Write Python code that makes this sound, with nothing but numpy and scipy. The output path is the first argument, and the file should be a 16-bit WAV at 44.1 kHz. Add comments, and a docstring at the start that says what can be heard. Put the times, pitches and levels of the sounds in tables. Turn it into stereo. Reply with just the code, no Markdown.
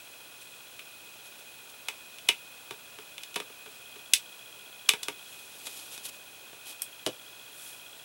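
"""First comes a faint hiss, whine and buzz of electronics in a small dry room. Fingers slide over a
hollow plastic part on a bench mat, and a small screwdriver drives a tiny screw into it. We hear sharp
snaps of the screw thread, knocks as the part rocks, and a brief scuff of fingers on the plastic: each is
a short crack that makes the plastic ring. The next screw jumps to the magnetic bit with a click of
steel, the part is set down, and the hand brushes off it."""
import sys
import numpy as np
from scipy import signal
from scipy.fft import rfft, irfft
from scipy.io import wavfile
from scipy.ndimage import uniform_filter1d

SR = 44100
rng = np.random.default_rng(int(sys.argv[2]) if len(sys.argv) > 2 else 0)


def pcm_store(signal):
    """Save signal as 16-bit PCM."""
    levels = np.round(np.clip(np.atleast_2d(signal), -1, 1) * 32767)
    wavfile.write(sys.argv[1], SR, levels.astype(np.int16).T)


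N = 354784
TIME = np.arange(N) / SR

# colour of the steady hiss, that is, how strong it is at each pitch: (pitch [Hz], level [dB])
HISS_COLOUR = [(25, -21), (55, -6.5), (100, -5), (200, -2), (450, 2.5), (700, 3), (1200, 0), (2100, -2),
               (2800, 2.5), (3600, 2), (4800, -3.5), (9000, -3), (13000, -5), (16000, -10)]
# how much of a sound from all round differs between the ears: (pitch [Hz], level [dB])
EAR_DIFFERENCE = [(60, -17), (250, -4), (600, 0), (1200, 3.5), (2500, -1.5), (5000, -3), (9000, -6),
                  (14000, -23.5)]
# mains hum and wavering electronic tones: (pitch [Hz], width [Hz], level [dB])
HUM_AND_TONES = [(121.5, 4.7, -77), (2505, 7.2, -60), (2506, 72.3, -62), (2682, 41, -67), (3030, 33, -81),
                 (4020, 113, -67.5)]
# when a thin electronic tone is on: (start [s], end [s])
THIN_TONE_SPANS = [(0, .1), (.42, .6), (3.68, 3.8), (6.7, 6.87), (7.88, 8)]
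# the buzz is made of pips that repeat in four beats:
# (pitch [Hz], width [Hz], offset [s], half length [s], then the level of each beat [dB])
BUZZ_PIPS = [(1460, 70, 0.0599, 0.0035, -59, -58.5, -64.5, -76),
             (2495, 116.6, 0.0564, 0.0031, -58.5, -54, -55.5, -64),
             (9950, 160, 0.0494, 0.0029, -57, -62, -58, -64)]
# the strongest pip: (pitch [Hz], width [Hz], offset [s], half length [s]), and its four beats [dB]
MAIN_PIP, MAIN_BEATS_DB = (3310, 100.4, 0.0571, 0.002), (-52.5, -51, -58.5, -68)
# when its first and third beats grow louder: (start [s], end [s])
SURGE_SPANS = [(3.8, 5.33), (6.65, 8.5)]

# skin slides over the plastic and the bit scrapes in the screw: (middle [s], half length [s], level [dB])
RUB_STROKES = [(.42, .01, -52), (1.265, .013, -53), (1.397, .0054, -53), (1.70, .0037, -48),
               (5.32, 0.073, -53), (5.668, .0058, -47), (5.745, .12, -46.7), (5.94, 0.02, -46),
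               (6.058, 0.0091, -37.5), (6.092, 0.004, -39.5), (6.148, .014, -52), (6.695, 0.02, -43)]
# colour of the rubbing: (pitch [Hz], level [dB])
RUBBING_COLOUR = [(150, -14), (400, 0), (1700, -9.5), (3200, 5.5), (5000, 0.5), (8000, 1), (11000, 4),
                  (13000, -1), (16000, -22)]
# sharp snaps of the screw thread, and a brief scuff of fingers on the plastic at 5.667 s:
# (time [s], crack length [s], favoured pitch [Hz], level [dB],
# fall towards the bass [dB per octave], slope of the treble [dB per octave])
SNAPS_AND_SCUFF = [(0.792, 0.0028, 2600, -48, 12, -6), (1.884, 0.0046, 2500, -36.5, 8, -2.5),
                   (2.184, .0025, 3500, -52.5, 15, -2), (2.2858, 0.0032, 2600, -33, 15.5, -3.5),
                   (2.2880, .0018, 2750, -21.5, 20, -5.5), (3.1803, 0.0015, 3600, -46, 14, -3.5),
                   (3.2335, 0.0032, 3700, -48.5, 14, .8), (3.342, .003, 3500, -51, 16, -0.5),
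                   (4.1350, 0.0029, 8500, -25, 25.5, 3), (4.8878, 0.0027, 1170, -37.5, 5.5, -1),
                   (4.8897, 0.0027, 3680, -22.5, 14, -0.8), (5.0300, 0.0059, 3700, -47.5, 8, 6),
                   (5.667, .0066, 3700, -50, 3.5, 4), (5.977, 0.0027, 3700, -56, 3.5, 5)]
# colour of a bare crack, before anything rings: (pitch [Hz], level [dB])
CRACK_COLOUR = [(100, -1), (1000, 7), (2000, 4.5), (2900, 0.5), (4300, 5), (6000, 7.5), (9500, 8),
                (12000, 4), (15500, -3.5)]
# the notes at which the plastic part rings: (pitch [Hz], width [Hz], level [dB])
PLASTIC_NOTES = [(169, 43, -10), (285, 13, -3.5), (425, 24, 6), (500, 35, -7), (683, 67, -9),
                 (946, 29, 4.5), (1173, 104, -1), (1530, 390, -6), (2200, 45, -13), (2390, 87, 0.5),
                 (2552, 39, 7.5), (2650, 270, 1.5), (2924, 86, 6.5), (3030, 44, -2), (3427, 75, 0),
                 (3500, 110, 0.5), (3790, 150, -2), (5100, 280, -12), (5560, 150, -12), (8000, 180, -10),
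                 (8700, 150, -18), (9130, 160, -16.5), (10060, 83, -7), (11000, 120, -5.5)]
# edges of the five bands of a contact, called thud, body, knock, ring and snap: (pitch [Hz])
BAND_EDGES_HZ = [100, 330, 750, 2000, 3450, 15800]
# the part rocks and knocks on the mat: (time [s], crack length [s], level [dB])
ROCKING_KNOCKS = [(2.2882, 0.0019, -44), (2.7075, 0.0044, -49.5), (2.9865, .0019, -54.5),
                  (3.3575, 0.0072, -43.5), (3.4003, .0046, -48.5), (3.4985, .0043, -60),
                  (3.6595, 0.0071, -56.5), (3.958, .0066, -57.5), (4.8901, .0024, -50.5),
                  (4.9347, .0029, -46), (5.0828, .0026, -44.5), (6.5277, 0.0053, -59)]
# colour of the hardest of these knocks: (pitch [Hz], level [dB])
ROCKING_COLOUR = [(150, -7.5), (500, 0), (1200, 2.5), (2600, 7), (7400, 5)]
# the next screw jumps to the bit: (time [s], crack length [s], favoured pitch [Hz], level [dB],
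# fall towards the bass [dB per octave], slope of the treble [dB per octave])
SCREW_CLICK = [(6.8193, .0022, 8400, -52.5, 6, 12.2)]
# the notes at which the screw and steel shaft ring: (pitch [Hz], width [Hz], level [dB])
STEEL_NOTES = [(3270, 140, 7), (5470, 340, 3), (8460, 120, 13.5), (10050, 230, 10), (11900, 330, 13),
               (13600, 1500, 5)]
# the part lands on the mat and settles: (time [s], crack length [s], level [dB])
LANDING_KNOCKS = [(7.0635, .0015, -36.5), (7.0715, 0.0036, -39), (7.078, .0007, -44)]
# colour of the hardest landing knock: (pitch [Hz], level [dB])
LANDING_COLOUR = [(150, -7), (500, 0), (1200, -7), (2600, -0.5), (7400, 1)]
# the notes at which the bench rings under the mat: (pitch [Hz], width [Hz], level [dB])
BENCH_NOTES = [(130, 21, 7), (207, 33, 3), (288, 32, 10), (378, 39, 11), (501, 40, 17.5), (630, 50, 5),
               (2970, 130, 20), (3800, 110, 8)]
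# the hand brushes off the part: (middle [s], half length [s], level [dB])
BRUSH_STROKES = [(7.66, 0.063, -47.5)]
# colour of the brushing: (pitch [Hz], level [dB])
BRUSHING_COLOUR = [(200, -18), (2000, -11), (5000, -8), (8000, -4), (10000, 0), (12500, -6), (16000, -14)]

BAND_CENTRES_HZ = np.sqrt(np.multiply(BAND_EDGES_HZ[:-1], BAND_EDGES_HZ[1:]))


def from_db(db):
    """Turn decibels into a gain, a number to multiply a sound by."""
    return 10 ** (np.asarray(db) / 20)


def unit_power(x):
    """Scale a sound so that its average power is 1."""
    return x / np.sqrt(np.mean(x ** 2) + 1e-20)


def gain_at(colour, hz):
    """Look up a colour's gain at any pitch, gliding between its rows."""
    pitches, db = np.transpose(colour)
    return from_db(np.interp(np.log(hz + 1), np.log(pitches), db))


def coloured(x, colour):
    """Turn each pitch of a sound up or down to give it a colour."""
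    return irfft(rfft(x) * gain_at(colour, np.fft.rfftfreq(len(x), 1 / SR)), len(x))


def hiss(colour, size):
    """Stereo noise arriving from all round; the ears hear the bass and the top most alike."""
    shared, side = (coloured(noise, colour) for noise in rng.standard_normal((2, size)))
    return (shared + coloured(side, EAR_DIFFERENCE) * np.array([[1], [-1]])) / np.std(shared)


def wavering_tone(hz, width_hz):
    """A pure tone whose pitch wanders at random over about the given width."""
    memory = np.exp(-2 * np.pi * width_hz / SR)
    wander = unit_power(signal.lfilter([1], [1, -memory], rng.standard_normal(N)))
    return np.sqrt(2) * np.sin(2 * np.pi * np.cumsum(hz + wander * width_hz / 2) / SR)


def switched(spans):
    """A soft on-off switch: 1 during the spans and 0 outside."""
    return uniform_filter1d(sum(1. * (TIME > start) * (TIME < end) for start, end in spans), size=600)


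def whine(line_rate_hz=15734.3, throb_hz=11.7, throb_depth=0.19):
    """The electronics hum and give off thin tones; a screen circuit whistles at its line rate."""
    throb = 1 + throb_depth * np.sin(2 * np.pi * throb_hz * TIME)
    whistle = from_db(-59) * throb * wavering_tone(line_rate_hz, width_hz=1)
    thin_tone = from_db(-65) * switched(THIN_TONE_SPANS) * wavering_tone(hz=8080, width_hz=2.6)
    tones = sum(from_db(db) * wavering_tone(hz, width_hz) for hz, width_hz, db in HUM_AND_TONES)
    return whistle + thin_tone + tones


def pips(hz, width_hz, offset_s, half_s, *beats_db, cycle_hz=14.985):
    """Short pips of one pitch in a repeating pattern of louder and softer beats."""
    beats_per_s = cycle_hz * len(beats_db)
    beat = (TIME - offset_s) * beats_per_s
    nearest = np.round(beat).astype(int)
    accent = from_db(np.choose(nearest % len(beats_db), beats_db))
    from_beat_s = (beat - nearest) / beats_per_s
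    return accent * np.exp(-(from_beat_s / half_s) ** 2 / 2) * wavering_tone(hz, width_hz)


def buzz(surge_db=7):
    """Electronic interference: pips at several pitches, all locked to one cycle."""
    boost_db = surge_db * switched(SURGE_SPANS)
    beats_db = [db + boost_db * (beat % 2 == 0) for beat, db in enumerate(MAIN_BEATS_DB)]
    return pips(*MAIN_PIP, *beats_db) + sum(pips(*row) for row in BUZZ_PIPS)


def sliding(strokes, colour, grain_db):
    """Friction makes a grainy hiss that swells and fades with each stroke."""
    pressure = sum(from_db(db) * np.exp(-np.abs((TIME - middle_s) / half_s) ** 1.87 / 3)
                   for middle_s, half_s, db in strokes)
    fine, coarse = (unit_power(uniform_filter1d(rng.standard_normal(N), size)) for size in (40, 400))
    grain = unit_power(from_db(grain_db * (fine + coarse / 2)))
    return pressure * grain * hiss(colour, N)


def crack(t, length_s, rise_s=0.00083):
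    """A brief burst of tiny slips, evened out over all pitches and then coloured."""
    burst = rng.standard_normal(len(t)) * (1 - np.exp(-t / rise_s)) * np.exp(-(t / length_s) ** 2)
    for _ in range(3):
        even = irfft(np.exp(1j * np.angle(rfft(burst))), len(t))  # every pitch equally strong
        burst = even * np.exp(-(t / length_s / 2) ** 4)  # make it short again
    return coloured(burst, CRACK_COLOUR) * (t < t[-1] / 2)


def ring(x, hz, width_hz):
    """One note of a struck object: the narrower its width, the longer it rings."""
    decay = np.exp(-np.pi * width_hz / SR)
    feed = np.array([1, 0, -1]) * (1 - decay * decay) / 2
    feedback = [1, -2 * decay * np.cos(2 * np.pi * hz / SR), decay * decay]
    return signal.lfilter(feed, feedback, x + 1e-18)


def room_response(t, fade_s=0.13, echo_db=-4, build_up_s=0.00037, left_lag=0.26):
    """The direct sound, a little earlier on the right, then dense echoes from the bench and walls."""
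    echoes = hiss([(100, 2.5), (9000, -2.5), (15000, -4.5)], len(t))
    echoes *= from_db(-60 * t / fade_s) * (1 - np.exp(-t / build_up_s))
    response = from_db(echo_db) * echoes / np.sqrt(np.sum(echoes ** 2) / 2)
    response[:, :3] += [[1 - left_lag / 2, left_lag, -left_lag / 2], [1, 0, 0]]
    return response


def strikes(contacts, notes, bare_db, favour_db=4.5, favour_octaves=0.27):
    """Each contact is a crack that is heard bare and also makes the object's notes ring."""
    t, out = np.arange(SR // 4) / SR, np.zeros((2, N))
    bands = [signal.butter(4, edges, "band", fs=SR, output="sos")
             for edges in zip(BAND_EDGES_HZ, BAND_EDGES_HZ[1:])]
    for time_s, length_s, favoured_hz, *levels_db in contacts:
        bare = crack(t, length_s)
        # the point of contact favours some notes
        nearness = np.exp(-(np.log2(np.array(notes)[:, 0] / favoured_hz) / favour_octaves) ** 2)
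        strengths = from_db(favour_db * nearness + 2 * rng.standard_normal(len(notes)))
        ringing = sum(strength * from_db(db) * ring(bare, hz, width_hz)
                      for strength, (hz, width_hz, db) in zip(strengths, notes))
        room = room_response(t)  # every contact sends sound its own way, so its echoes differ
        heard = signal.fftconvolve((from_db(bare_db) * bare + ringing)[None], room, axes=1)[:, :len(t)]
        start = round(time_s * SR)
        for band, db in zip(bands, levels_db):
            in_band = signal.sosfilt(band, heard)
            power = np.sum(in_band.mean(0) ** 2) / (.035 * SR)  # as if spread over 35 ms
            out[:, start:start + len(t)] += from_db(db) * in_band / np.sqrt(power)
    return out


def bright_contacts(rows, notes, bare_db, ring_hz=2676):
    """A snap, scuff or click: each has its own bass and treble slopes, which meet at ring_hz."""
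    octaves = np.log2(BAND_CENTRES_HZ / ring_hz)
    contacts = []
    for time_s, length_s, favoured_hz, db, bass_fall, treble_slope in rows:
        levels_db = db + np.where(octaves < 0, bass_fall, treble_slope) * octaves
        contacts.append((time_s, length_s, favoured_hz, *levels_db))
    return strikes(contacts, notes, bare_db)


def knocks(rows, colour, notes, bare_db, dulling, body_hz=433):
    """The part hits the mat; for each dB softer, a knock loses `dulling` dB per octave of treble."""
    hardest_db = max(db for _, _, db in rows)
    colour_db = 20 * np.log10(gain_at(colour, BAND_CENTRES_HZ))
    octaves = np.maximum(np.log2(BAND_CENTRES_HZ / body_hz), 0)
    contacts = []
    for time_s, length_s, db in rows:
        levels_db = db + colour_db - dulling * (hardest_db - db) * octaves
        contacts.append((time_s, length_s, body_hz, *levels_db))
    return strikes(contacts, notes, bare_db)


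def scene():
    """The work on the bench over the faint electronics, both slightly to the right."""
    snaps_and_scuff = bright_contacts(SNAPS_AND_SCUFF, PLASTIC_NOTES, bare_db=-6.5)
    rocking = knocks(ROCKING_KNOCKS, ROCKING_COLOUR, PLASTIC_NOTES, bare_db=-10.5, dulling=0.19)
    landing = knocks(LANDING_KNOCKS, LANDING_COLOUR, PLASTIC_NOTES + BENCH_NOTES,
                     bare_db=-3.5, dulling=0.71)
    next_screw = bright_contacts(SCREW_CLICK, STEEL_NOTES, bare_db=-5)
    rubbing = sliding(RUB_STROKES, RUBBING_COLOUR, grain_db=2.0)
    brushing = sliding(BRUSH_STROKES, BRUSHING_COLOUR, grain_db=1.0)
    electronics = from_db(-51.5) * hiss(HISS_COLOUR, N) + whine() + buzz()
    work = rubbing + snaps_and_scuff + rocking + next_screw + landing + brushing
    return electronics * from_db([[-.6], [.6]]) + work * from_db([[-.4], [.4]])


def record(dry, cutoff_hz=16000):
    """Round off the loudest peaks and cut the very highest treble."""
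    rounded = dry / (1 + dry ** 6) ** (1 / 6)
    return signal.sosfilt(signal.ellip(12, .1, 100, cutoff_hz, fs=SR, output="sos"), rounded)


dry = scene()
out = record(dry)
pcm_store(out)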